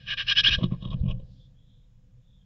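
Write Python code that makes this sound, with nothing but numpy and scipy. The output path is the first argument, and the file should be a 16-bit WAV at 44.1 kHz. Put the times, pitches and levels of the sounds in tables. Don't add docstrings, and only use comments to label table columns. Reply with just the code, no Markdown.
import sys
import numpy as np
from scipy import signal
from scipy.fft import rfft, irfft, next_fast_len
from scipy.io import wavfile
from scipy.ndimage import map_coordinates

SR = 44100
rng = np.random.default_rng(int(sys.argv[2]) if len(sys.argv) > 2 else 0)


def master(y):
    cut = np.clip(np.atleast_2d(y).T, -1, 1)
    pcm = np.round(cut * 32767)
    wavfile.write(sys.argv[1], SR, pcm.astype(np.int16))


N = 108045
TIME_S = np.arange(N) / SR


def amp(db):
    return 10 ** (np.asarray(db) / 20)


def unit(x):
    return x / np.sqrt(np.mean(x ** 2) + 1e-20)


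def colour(points, hz):
    f, db = np.transpose(points)
    return amp(np.interp(np.log(hz + 1), np.log(f + 1), db))


def level(points):
    return amp(np.interp(TIME_S, *np.transpose(points)))


def filtered(x, response):
    m = next_fast_len(len(x) + 8192)
    spectrum = rfft(x, m) * response(np.fft.rfftfreq(m, 1 / SR))
    return irfft(spectrum, m)[:len(x)]


def noise(response):
    return unit(filtered(rng.standard_normal(N), response))


def resonances(modes, direct_db, f):
    total = amp(direct_db)
    for centre, width, db in modes:
        total = total + amp(db) * 1j * f * width / (centre * centre - f * f + 1j * f * width)
    return total


def band(f, hz, octaves):
    return np.exp(-.5 * (np.log2((f + 1) / hz) / octaves) ** 2)


def wobble(rate_hz):
    knots = rng.standard_normal(int(N * rate_hz / SR) + 4)
    return map_coordinates(knots, [np.arange(N) * rate_hz / SR])


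# freq_hz, width_hz, gain_db
AIR_MODES = [(510, 60, 10.5), (647.5, 60, 2.5), (1159.6, 78, 4), (1623, 63, 10), (1683, 36, 6),
             (2459, 60, -0.5), (2643, 61, -4), (2935, 100, -0.5), (3170, 66, -3), (3310, 76, 1),
             (3726, 69, 6.5), (4070, 55, 2.5), (4500, 100, -14), (5093, 80, 7), (5650, 59, 0.5)]
# freq_hz, width_hz
AIR_NULLS = [(340, 290), (880, 282), (1360, 260), (2020, 330), (2700, 80), (3605, 33.6), (3990, 50)]
AIR_DIRECT_DB, NULL_DEPTH = -3.5, .9


def box(f):
    response = resonances(AIR_MODES, AIR_DIRECT_DB, f)
    for hz, width in AIR_NULLS:
        response = response * (1 - NULL_DEPTH * resonances([(hz, width, 0)], -np.inf, f))
    return response


# freq_hz, width_hz, gain_db
WOOD_MODES = [(60.2, 69, -7.5), (129.4, 17, 3.5), (177, 19.3, 2), (290, 15, -18.5), (350.4, 18, -3.5),
              (506, 34, -6), (613, 46, -10), (1090, 87, 4)]
WOOD_DIRECT_DB = -15


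def wood(f):
    return resonances(WOOD_MODES, WOOD_DIRECT_DB, f)


# freq_hz, gain_db
HISS_COLOUR = [(300, -10), (900, -3), (2200, -7.5), (3400, -6.5), (5000, -14), (7000, -7), (8500, -24),
               (15000, -19.5)]
HISS_LEVEL_DB = -82


def hiss():
    return amp(HISS_LEVEL_DB) * noise(lambda f: colour(HISS_COLOUR, f))


# freq_hz, level_db
WHINE_TONES = [(5100, -94.5), (5560, -96.5)]


def whine():
    return sum(amp(db) * np.sin(2 * np.pi * hz * TIME_S) for hz, db in WHINE_TONES)


# freq_hz, gain_db
RUMBLE_SPECTRUM = [(12, -20.5), (20, 2), (32, -1.5), (81, -12), (97, -9), (123, -0.5), (161, -14.5),
                   (192, -8.5), (218, -34), (252, -22), (406, -47), (440, -38.5), (507, -26), (558, -38),
                   (900, -50.5), (1170, -57), (1980, -120)]
# time_s, level_db
RUMBLE_LEVEL = [(0, -47.5), (.3, -46), (.5, -33), (.7, -36), (.78, -39.5), (.9, -32.5), (1.1, -31),
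                (1.28, -46), (1.45, -51), (1.9, -56), (2.1, -54), (2.45, -56.5)]


def rumble():
    return level(RUMBLE_LEVEL) * noise(lambda f: colour(RUMBLE_SPECTRUM, f))


# middle_s, length_s, level_db, centre_hz, width_octaves
RUSTLE_EVENTS = [(1.0, 0.049, -69.5, 3740, 0.24), (1.357, 0.26, -74.5, 4030, 0.35),
                 (1.428, 0.1, -67.5, 3450, .08), (1.599, 0.084, -74.5, 3300, 0.058),
                 (1.734, 0.24, -73.5, 3520, 0.12), (2.328, .18, -74.5, 3537, .07),
                 (2.43, 0.07, -75, 3300, 0.059)]


def rustles():
    out = np.zeros(N)
    for middle, length, db, hz, width in RUSTLE_EVENTS:
        swell = np.exp(-(2 * (TIME_S - middle) / length) ** 2)
        out += amp(db + wobble(100)) * swell * noise(lambda f: band(f, hz, width))
    return out


# freq_hz, gain_db
RASP_COLOUR = [(300, -16.5), (900, -13), (1500, -11), (2200, -7), (3100, -5), (4200, -13.5), (5200, -16),
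               (5800, -17.5), (7400, -29.5)]
# freq_hz, gain_db
BEAK_COLOUR = [(300, -26), (900, -14), (1500, -1), (3000, 0.5), (5000, -1), (5800, -6), (6300, -15.5),
               (6900, -36), (8000, -77)]
# time_s, level_db
WASH_LEVEL = [(0, -58.5), (0.148, -56), (0.261, -51), (.57, -50.5), (0.678, -67), (.95, -72.5),
              (1.151, -78.5), (1.4, -90)]


def wash():
    return level(WASH_LEVEL) * noise(lambda f: colour(RASP_COLOUR, f) * colour(BEAK_COLOUR, f) * box(f))


# time_s, peak_db, push_centre_hz (soft is low)
BUMP_EVENTS = [(.488, -28.5, 241.6), (0.521, -22, 40.3), (0.583, -22.5, 67.2), (.612, -30, 260),
               (0.625, -17, 174), (.642, -12, 204), (0.723, -16, 170), (0.827, -28.5, 170),
               (0.859, -25, 193), (0.939, -51, 104.5), (0.947, -18, 121), (1.015, -17, 53.5),
               (1.038, -17.5, 140.2), (1.058, -15.5, 124.2), (1.08, -25.5, 95), (1.093, -22, 60),
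               (1.148, -32.5, 121)]


def bumps():
    out = np.zeros(N)
    for start, db, hz in BUMP_EVENTS:
        u = (np.pi * hz * (TIME_S - start)) ** 2
        push = (1 - 2 * u) * np.exp(-np.minimum(u, 50))
        ring = filtered(push, wood)
        out += amp(db) * ring / np.abs(ring).max()
    return out


GRAINS_HZ = 2410


def grains():
    return rng.standard_normal(N) * ((rng.random(N) < GRAINS_HZ / SR) + 0.063)


# peak_s, rise_s, fall_s, scratch_db, wood_db, scratch_hz, wood_top_hz
SCUFF_EVENTS = [(0.585, 0.0043, 0.026, -51, -37, 3200, 703), (.612, 0.0022, 0.0079, -41, -37.5, 2980, 2500),
                (0.632, 0.0031, 0.012, -41, -36.5, 3360, 2540),
                (0.642, 0.0046, 0.0081, -33.5, -34.5, 3150, 2535),
                (0.721, 0.0055, 0.0086, -54.5, -35.5, 3130, 3000),
                (.742, 0.0041, 0.011, -59, -46, 3660, 1960),
                (0.826, 0.0059, 0.0051, -43.5, -46.5, 3300, 1400),
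                (0.856, 0.013, 0.029, -51, -43, 3160, 1560), (.908, 0.0046, .008, -50, -65, 3490, 1500),
                (0.932, 0.0092, 0.01, -44, -36.5, 2980, 1746),
                (1.038, 0.0025, 0.004, -63.5, -49, 2865, 602),
                (1.057, 0.0074, 0.046, -58.5, -42.5, 2840, 800),
                (1.092, 0.0047, 0.0057, -47, -42, 2960, 1010),
                (1.113, 0.0082, 0.0063, -40, -37, 2840, 1190), (1.184, 0.0029, 0.042, -75, -53, 3300, 664)]
# freq_hz, gain_db
RUB_COLOUR = [(60, 0), (200, 1), (350, -6), (520, 5.5), (800, -7.5), (1100, -6.5), (1500, -19),
              (2500, -3.5), (6000, -41)]
SCRATCH_WIDTH_OCTAVES, SKIRT_WIDTH_OCTAVES, SKIRT_DB = .19, .93, -26
FLICKER_DB, FLICKER_HZ = 3.5, 160.1


def scuffs():
    out = np.zeros(N)
    slips = filtered(grains(), box)
    drag = filtered(grains(), lambda f: colour(RUB_COLOUR, f) * wood(f))
    catch = unit(amp(FLICKER_DB * wobble(FLICKER_HZ)))
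    for peak, rise, fall, scratch_db, wood_db, hz, top_hz in SCUFF_EVENTS:
        def scratch_band(f):
            skirt = band(f, hz, SKIRT_WIDTH_OCTAVES) / (1 + (f / 6500) ** 16)
            return band(f, hz, SCRATCH_WIDTH_OCTAVES) + amp(SKIRT_DB) * skirt

        stroke = np.exp(-np.maximum((peak - TIME_S) / rise, (TIME_S - peak) / fall))
        scratch = unit(filtered(slips, scratch_band))
        wall = unit(filtered(drag, lambda f: 1 / (1 + (f / top_hz) ** 4)))
        out += stroke * catch * (amp(scratch_db) * scratch + amp(wood_db) * wall)
    return out


# start_s, length_s, level_db, peak_place (0-1), pitch_hz, pitch_rise (fraction),
# treble_db, envelope_power, breath_db
CHATTER_NOTES = [(0.054, 0.096, -27.5, 0.78, 2862, .1, -6.5, 1.53, 2.5),
                 (.168, 0.07, -27.5, 0.35, 2793, .1, -8.5, 0.85, 6.5),
                 (0.262, 0.075, -20, 0.74, 2987, .3, 0.5, 1.1, -2),
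                 (0.349, .067, -16.5, 0.66, 3092, .33, 3, 1.04, -4),
                 (.432, 0.067, -15.5, .55, 3100, .42, 1, 0.82, -5.5),
                 (0.485, 0.079, -21, 0.73, 2827, .25, 1, 1.28, -4)]
RASP_HZ, JITTER, SCATTER_DB = 396.6, .18, 1.7
PULSE_RISE_S, PULSE_DECAY_S = .00025, .0015
SLIP_RAD, WANDER = .8, .04
DROP, DROP_S = .3, .012
TONE_SHARE, OCTAVE_DB = .15, -12.5
BREATH_GROWTH, DRIVE = .47, .9


def chatter():
    out = np.zeros(N)
    cycle = np.cumsum(RASP_HZ * np.exp(JITTER * wobble(400))) / SR
    age_s = cycle % 1 / RASP_HZ
    pulse_size, pulse_slip = rng.standard_normal((4000, 2))[cycle.astype(int)].T
    pulse = (1 - np.exp(-age_s / PULSE_RISE_S)) * np.exp(-age_s / PULSE_DECAY_S)
    gate = unit(pulse * amp(SCATTER_DB * pulse_size))
    drift = WANDER * wobble(300)
    air = noise(lambda f: colour(RASP_COLOUR, f))
    for start, length, db, peak, hz, rise, treble_db, power, breath_db in CHATTER_NOTES:
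        end = start + length
        progress = np.clip((TIME_S - start) / length, 0, 1)
        ramp = np.interp(progress, [0, np.clip(peak, .1, .9), 1], [0, 1, 0])
        effort = np.sin(np.pi / 2 * ramp) ** power
        drop = DROP * np.interp(TIME_S, [end - DROP_S, end], [0, 1])
        pitch_hz = hz * (1 + rise * (progress - .5) - drop + drift)
        phase = 2 * np.pi * np.cumsum(pitch_hz) / SR
        rough = phase + SLIP_RAD * pulse_slip
        breath = amp(breath_db) * air * (.5 + progress) ** BREATH_GROWTH
        tone = np.sin(rough) + amp(OCTAVE_DB) * np.sin(rough / 2)
        swing = np.tanh(DRIVE * (tone + breath))
        voice = effort * (gate * swing + TONE_SHARE * np.sin(phase))
        treble = [(3000, 0), (5000, treble_db)]
        note = filtered(voice, lambda f: box(f) * colour(BEAK_COLOUR, f) * colour(treble, f))
        out += amp(db) * note * np.linalg.norm(effort) / np.linalg.norm(note)
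    return out


TAIL_S, TAIL_DB = .18, -29


def lingering(voice):
    t = np.arange(SR // 2) / SR
    tail = rng.standard_normal(len(t)) * amp(-60 * t / TAIL_S)
    return amp(TAIL_DB) * signal.fftconvolve(voice, tail / np.linalg.norm(tail))[:N]


def scene():
    background = hiss() + whine() + rumble() + rustles()
    movement = wash() + bumps() + scuffs()
    voice = chatter()
    return (background + movement + voice + lingering(voice))[None]


TOP_HZ = 15800


def record(dry):
    rolloff = [(7000, -0.5), (9000, -4)]
    return filtered(dry[0], lambda f: colour(rolloff, f) * (f < TOP_HZ))[None]


dry = scene()
out = record(dry)
master(out)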